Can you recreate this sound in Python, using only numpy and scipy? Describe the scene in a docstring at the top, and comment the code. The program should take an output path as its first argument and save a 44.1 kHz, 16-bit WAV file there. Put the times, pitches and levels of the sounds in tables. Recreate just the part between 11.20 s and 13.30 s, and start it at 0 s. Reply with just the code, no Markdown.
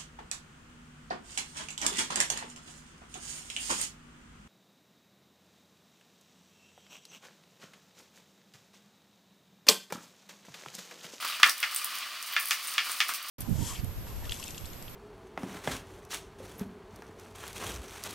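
"""Steel screws rub and a chain patters; dull bumps and small ticks join in, then loose handles knock sharply.
A twin-screw bench vise with wooden handles is cranked open by hand in a small workshop.
The rubbing is many tiny random slips plus ringing steel; some threads scrape briefly at their own pitch.
Knocks, bumps and ticks are short noise bursts, coloured by the parts that meet and reflected by the room.
Each knock also leaves a handle ringing: a sum of fading sine waves."""
import sys
import numpy as np
from scipy import signal
from scipy.fft import rfft, irfft, next_fast_len
from scipy.io import wavfile
from scipy.ndimage import uniform_filter1d, minimum_filter1d

SR = 44100
rng = np.random.default_rng(int(sys.argv[2]) if len(sys.argv) > 2 else 0)


def wav_out(sig):
    """Save sig, one row per channel (or a flat mono array), as 16-bit PCM at SR to the path in sys.argv[1]."""
    wavfile.write(sys.argv[1], SR, np.round(np.clip(np.atleast_2d(sig).T, -1, 1) * 32767).astype(np.int16))


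N = 92610  # length in samples: 2.1 s

# A handle hits its socket. Levels are relative; treble_db applies above about 5 kHz:
# start_s, level_db, fullest_hz, treble_db, rebound_db, room_tail_db, handle (0 or 1)
HANDLE_HITS = [(0.2306, -0.8, 2950, -2, 1, -4.5, 0), (0.4286, -14.5, 2260, -3.5, -4, 2, 1),
               (1.1640, -12, 2740, -10, -2, -1.5, 0), (1.3079, -12, 2900, 12, -7.5, 1.5, 1),
               (1.5804, -10.5, 3200, -5, -11.5, 0, 1), (1.8031, -9.5, 3270, 0, -8.5, 0.5, 1)]
# How strongly chain steel sounds at each pitch: pitch_hz, level_db
CHAIN_TONE = [(300, -29), (2000, -5), (5500, 1), (7300, -5.5), (9200, 3), (11200, -6), (12800, 0),
              (15500, -1.5)]
# How strongly rubbing threads sound at each pitch: pitch_hz, level_db
RUB_TONE = [(30, -7), (140, -37.5), (215, -15), (450, -20.5), (630, -8.5), (880, -10.5), (1150, 5.5),
            (1550, -1), (2900, 1), (4800, -2), (7000, -10.5), (9500, -13), (11500, -16.5), (16000, -16)]
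SLIPS_PER_S = 4000  # tiny slips of the threads


def from_db(db):
    """Turn decibels into a gain."""
    return 10 ** (np.asarray(db) / 20)


def rms_one(x):
    """Scale a sound to an average power of 1."""
    return x / np.sqrt(np.mean(x ** 2) + 1e-20)


def unit_energy(x):
    """Scale a short sound to an energy of 1."""
    return x / np.linalg.norm(x)


def level(rows):
    """Turn a curve of (time_s, level_db) into one gain per sample."""
    return from_db(np.interp(np.arange(N) / SR, *np.transpose(rows)))


def bell(f, hz, octaves):
    """A smooth hump around one pitch, 1 at its centre."""
    return np.exp(-.5 * (np.log2(f / hz) / octaves) ** 2)


def colour(x, points, extra=lambda hz: 0):
    """Filter along a (pitch_hz, level_db) curve plus an optional dB law, without any sound before the input."""
    n = 2 * next_fast_len(x.shape[-1])
    hz = np.maximum(np.arange(n // 2 + 1) * SR / n, 1)
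    at, db = np.transpose(points)
    gain_db = np.interp(np.log(hz), np.log(at), db) + extra(hz)
    # folding the cepstrum (spectrum of the log gain) forward in time makes the filter minimum-phase
    cepstrum = irfft(np.log(from_db(gain_db)), n)
    cepstrum[1:n // 2] *= 2
    cepstrum[n // 2 + 1:] = 0
    filtered = irfft(rfft(x, n) * np.exp(rfft(cepstrum)), n)
    return filtered[..., :x.shape[-1]]


def burst(t60, rise_s, count=4):
    """Crowded vibration that swells and fades by 60 dB in about t60 seconds, with a nearly even spectrum."""
    t = np.arange(next_fast_len(int(t60 * SR) + 64)) / SR
    shape = from_db(-60 * t / t60) * (1 - np.exp(-t / rise_s)) ** 2
    x = rng.standard_normal(len(t)) * shape
    # in turn, flatten the spectrum and restore the swell and fade
    for _ in range(count):
        x = irfft(np.exp(1j * np.angle(rfft(x))), len(t))
        power = uniform_filter1d(x * x, int(t60 * SR / 10) + 2)
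        x = x * shape / np.sqrt(np.abs(power) + 1e-14)
    return unit_energy(x)


def add(track, s, sound):
    """Mix a sound into a track at time s."""
    part = track[..., max(int(s * SR), 0):]
    part[..., :sound.shape[-1]] += sound[..., :part.shape[-1]]


def grains(per_s, spread_db):
    """Tiny impacts at random times, with uneven sizes and random signs."""
    sizes = from_db(spread_db * np.minimum(rng.exponential(1, N), 4))
    happens = rng.random(N) < per_s / SR
    return rms_one(happens * sizes * rng.choice([-1, 1], N))


def contact(x, points, extra=lambda hz: 0, size=4096):
    """A short excitation coloured by the part that it strikes, with room to ring out."""
    return unit_energy(colour(np.pad(x, (0, size)), points, extra))


def workshop(x, wet_db, side_db=0):
    """Direct sound, near reflections and a short, woody tail, as mid and side (centre and stereo difference)."""
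    # near reflections from floor and bench, relative to wet_db: delay_s, level_db
    echoes = [(.0042, -10.5), (.009, -13.5), (0.0162, -15.5), (0.0218, -14)]
    warm_db, warm_hz, warm_octaves = 3.5, 2100, 0.33  # the wooden bench colours the reflections
    x = np.pad(x, (0, SR // 3))
    tail, side_tail = (from_db(wet_db) * burst(t60=.18, rise_s=0.0037) for _ in range(2))
    for s, db in echoes:
        add(tail, s, from_db([db + wet_db]))
    warmth = lambda f: warm_db * bell(f, warm_hz, warm_octaves)
    tail = colour(np.pad(tail, (0, SR // 50)), [(warm_hz, -2)], warmth)  # -2 dB at every pitch, plus the hump
    add(side_tail, 0, .5 * burst(t60=0.0027, rise_s=0.00033))
    mid, side = (signal.fftconvolve(x, h)[:len(x)] for h in (tail, side_tail))
    return np.array([x + mid, from_db(side_db) * side])


def stereo(mid, side):
    """A narrow stereo image: the side signal is filtered, then added left and subtracted right."""
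    # how much of the side signal is kept at each pitch: pitch_hz, side_gain_db
    width = [(40, -15), (130, -36), (500, -28.5), (1200, -46.5), (2500, -19), (5000, -10), (10000, -13),
             (16000, -19.5)]
    return mid + colour(side, width) * np.array([[1], [-1]])


def room_floor():
    """Faint, mostly low noise of the quiet workshop."""
    noise = rng.standard_normal((2, N))
    rumble = colour(noise, [(25, 6), (100, 4), (250, -19), (1000, -26)])
    return from_db(-82.5) * rms_one(rumble)


def chain_rattle():
    """The running chain's fine patter: many small random impacts with the tone of the steel."""
    # relative strength of the running chain: time_s, level_db
    rattle_level = [(0, -39.5), (.07, -40), (.18, -45.5), (.31, -36), (.36, -51), (.5, -40.5), (.66, -44),
                    (.72, -46), (.97, -50), (1.1, -44), (1.22, -42), (1.36, -41.5), (1.47, -39),
                    (1.59, -48.5), (1.69, -38), (1.87, -46.5), (1.895, -32.5), (1.945, -36), (2.0, -55.5),
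                    (2.1, -37.5)]
    impacts = grains(per_s=320, spread_db=5.0)
    patter = rms_one(colour(impacts, CHAIN_TONE)) * level(rattle_level)
    return from_db(-6) * workshop(patter, wet_db=6.0, side_db=2.0)[:, :N]


def screws():
    """Threads slip densely under uneven pressure, which gives a hiss; noise through resonances adds the ring."""
    # relative strength of the screw friction: time_s, level_db
    rub_level = [(0, -40), (.09, -37.5), (.145, -39.5), (.175, -40.5), (.36, -43), (.5, -40.5), (.66, -40),
                 (.83, -39), (.9, -42.5), (1.07, -42), (1.14, -38), (1.27, -42), (1.45, -41), (1.7, -39),
                 (1.79, -42.5), (1.91, -41), (2.02, -42.5), (2.1, -42)]
    # screw resonances: pitch_hz, width_hz, level_db
    screw_modes = [(1196, 72, -4.5), (1990, 160, -9), (2420, 9.6, 3), (2590, 15, -9), (2948, 30, 1.5),
                   (3330, 37, -9), (4665, 42, 0.5)]
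    uneven_db, uneven_per_s = 0.5, 34
    knots = rng.standard_normal(1000)
    wander = np.interp(np.arange(N) / SR * uneven_per_s, np.arange(len(knots)), knots)
    pressure = from_db(uneven_db * wander)
    slips = np.array([grains(SLIPS_PER_S, spread_db=1.5) for _ in range(2)])
    hiss = from_db(-0.03) * rms_one(colour(slips, RUB_TONE))
    ring = np.zeros((2, N))
    for hz, width, db in screw_modes:
        resonance = signal.iirpeak(hz, hz / width, fs=SR)
        ring += from_db(db) * signal.lfilter(*resonance, rng.standard_normal((2, N)))
    return level(rub_level) * pressure * (hiss + from_db(-6.5) * rms_one(ring))


def thread_scrapes():
    """A thread catches and scrapes: short runs of slips swell and fade, each around its own pitch."""
    # start_s, length_s, level_db (relative), fullest_hz, width_octaves
    scrapes = [(0.067, 0.028, -42.5, 3200, 0.076), (0.089, 0.032, -43.5, 3900, 0.065),
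               (0.118, 0.038, -41.5, 3180, 0.34), (0.141, .025, -47, 2500, 0.2),
               (.812, 0.037, -42.5, 2700, 0.52), (1.122, 0.034, -43, 2580, 1)]
    skirt_db = -16  # far from the fullest pitch
    out = np.zeros((2, N))
    for s, length, db, hz, octaves in scrapes:
        n = int(length * SR)
        slips = grains(SLIPS_PER_S, spread_db=3.0)[:n] * signal.windows.tukey(n, .5)
        scrape = contact(slips, RUB_TONE, lambda f: skirt_db * (1 - bell(f, hz, octaves)))
        # sqrt(n) makes the level independent of the length
        add(out, s, from_db(db) * np.sqrt(n) * workshop(scrape, wet_db=-10, side_db=4))
    return out


def chain_ticks():
    """A chain link snaps onto its sprocket: small steel clicks, each with its own brightest region."""
    # start_s, level_db (relative), brightest_hz, width_octaves
    ticks = [(0.05, -23, 14800, 0.39), (.2735, -18, 8000, 1.2), (0.2937, -10.5, 6170, 1.6),
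             (.296, -14.5, 5330, .2), (0.38, -23.5, 10000, 1.1), (0.402, -19, 11900, 0.84),
             (.546, -14.5, 14000, 0.78), (.561, -11.5, 8400, 0.25), (0.644, -12.5, 12000, 0.72),
             (0.753, -24.5, 11900, 1), (.785, -21, 10000, 1.5), (1.026, -21.5, 8000, 1.1),
             (1.124, -23, 14500, 0.36), (1.136, -22, 14400, .3), (1.194, -23, 14000, .5),
             (1.199, -16.5, 13400, 0.93), (1.208, -20, 10900, 0.92), (1.225, -25, 11000, 0.4),
             (1.2559, -17.5, 11100, 0.26), (1.273, -22.5, 13000, 1.1), (1.285, -17, 13500, 0.71),
             (1.538, -22, 5900, 0.91), (1.713, -24, 8900, 0.64), (1.717, -18.5, 8400, 0.35),
             (1.885, -21, 13600, 0.4), (1.9, -26, 12100, 1.1), (2.027, -23.5, 14100, 1.2),
             (2.086, -25, 12700, .7), (2.091, -25, 14600, 0.62)]
    tick_db, skirt_db = 9, -16  # level of all ticks; cut far from the brightest pitch
    out = np.zeros((2, N))
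    for s, db, hz, octaves in ticks:
        snap = burst(t60=0.014, rise_s=0.0004)
        tick = contact(snap, CHAIN_TONE, lambda f: skirt_db * (1 - bell(f, hz, octaves)))
        add(out, s, from_db(tick_db + db) * workshop(tick, wet_db=-2.1, side_db=4.5))
    return out


def handle_bumps():
    """The loose handle shifts dully in its socket: soft contacts, each with its own pitch."""
    # start_s, level_db (relative), fullest_hz
    bumps = [(0.0234, -16, 1300), (.046, -13.5, 1180), (.197, -14.5, 1240), (0.2613, -7, 1900),
             (0.285, -11.5, 1950), (1.666, -18.5, 1210), (1.694, -15, 1360), (1.889, -12, 1340),
             (1.892, -19.5, 2160), (1.912, -23, 1400)]
    # tone of a soft contact: pitch_hz, level_db
    bump_tone = [(40, -16), (140, -46), (230, -19), (450, -18.5), (850, -11.5), (1200, -1), (1700, -8.5),
                 (2600, -8.5), (5000, -11), (16000, -23)]
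    bump_db, focus_db, focus_octaves = 6.5, 5.5, 0.34
    out = np.zeros((2, N))
    for s, db, hz in bumps:
        push = burst(t60=0.036, rise_s=0.0012)
        bump = contact(push, bump_tone, lambda f: focus_db * bell(f, hz, focus_octaves))
        add(out, s, from_db(bump_db + db) * workshop(bump, wet_db=-1.5))
    return out


def handle_ring():
    """The struck handle rings on after each knock, every vibration mode with a strength of its own."""
    # one list for each handle with its socket: pitch_hz, level_db (relative), t60_s (time to fade by 60 dB)
    handle_modes = [
        [(1150, 3.5, 0.27), (1414, -5, 0.29), (1698, 16, 0.12), (1760, 11, 0.22), (2150, 4.5, 0.21),
         (2404, 13.5, 0.17), (2742, 10, 0.13), (3450, 20.5, 0.044), (4655, 7.5, .14)],
        [(857, -0.5, .12), (1380, 7, .15), (1753, 10, .15), (1815, 4, 0.2), (2240, 11.5, 0.17), (2380, 9, 0.17),
         (2570, 14, 0.073), (2825, 14, 0.11), (3264, 13.5, 0.07), (3475, 18, .04)],
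    ]
    ring_db, spread_db = -31.5, 1
    out, t = np.zeros(N), np.arange(SR // 2) / SR
    for s, db, *_, handle in HANDLE_HITS:
        hz, mode_db, t60 = np.transpose(handle_modes[int(handle)])[:, :, None]
        strength_db = mode_db + rng.normal(0, spread_db, hz.shape)
        phase = rng.random(hz.shape)
        modes = from_db(strength_db - 60 * t / t60) * np.sin(2 * np.pi * (hz * t + phase))
        soft_start = 1 - np.exp(-t / .002)
        add(out, s, from_db(ring_db + db) * modes.sum(0) * soft_start)
    return out


def handle_knocks():
    """Each drop of a handle is a hard hit followed at once by a duller rebound."""
    # tone of a hard hit: pitch_hz, level_db
    knock_tone = [(40, -46), (140, -51), (230, -32), (450, -31), (800, -14), (980, -14.5), (1130, -0.5),
                  (1400, 1.5), (1530, -3.5), (1750, 1.5), (3000, 0), (3500, 1), (3850, -4), (5000, -1),
                  (6200, -5.5), (8000, -13), (16000, -21.5)]
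    knock_db, focus_db, focus_octaves = 12, 4.5, 0.32
    rebound_s, rebound_hz = 0.001903, 2130  # delay after the hit; the rebound is dull above this pitch
    out = np.zeros((2, N))
    for s, db, hz, treble_db, rebound_db, tail_db, _ in HANDLE_HITS:
        focus = lambda f: focus_db * (bell(f, hz, focus_octaves) - 1)
        hit_tone = lambda f: focus(f) + treble_db / (1 + (5000 / f) ** 4)
        dull = lambda f: -10 * np.log10(1 + (f / rebound_hz) ** 6)
        hit = contact(burst(t60=.0065, rise_s=0.00084), knock_tone, hit_tone)
        rebound = contact(burst(t60=0.0055, rise_s=0.00036), knock_tone, dull)
        hit_gain, rebound_gain = from_db(knock_db + db), from_db(knock_db + db + rebound_db)
        add(out, s, hit_gain * workshop(hit, tail_db, side_db=3.0))
        add(out, s + rebound_s, rebound_gain * workshop(rebound, tail_db, side_db=16))
    return out


def scene():
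    """All parts of the vise in the room; the handle ring is added equally to left and right."""
    chain_and_screws = chain_rattle() + chain_ticks() + screws() + thread_scrapes()
    mid, side = room_floor() + chain_and_screws + handle_bumps() + handle_knocks()
    return stereo(mid, side) + handle_ring()


def record(dry):
    """A fast limiter turns down peaks above full scale; then the bass and the very top are cut."""
    n = int(.004 * SR)  # limiter window: 4 ms
    needed_gain = 1 / np.maximum(np.abs(dry).max(0), 1)
    gain = uniform_filter1d(minimum_filter1d(needed_gain, n), n)
    bass_cut = signal.butter(2, 120, "high", fs=SR, output="sos")
    top_cut = signal.cheby2(24, 60, 16200, fs=SR, output="sos")  # 60 dB down from 16.2 kHz
    return signal.sosfilt(top_cut, signal.sosfilt(bass_cut, dry * gain))


dry = scene()
out = record(dry)
wav_out(out)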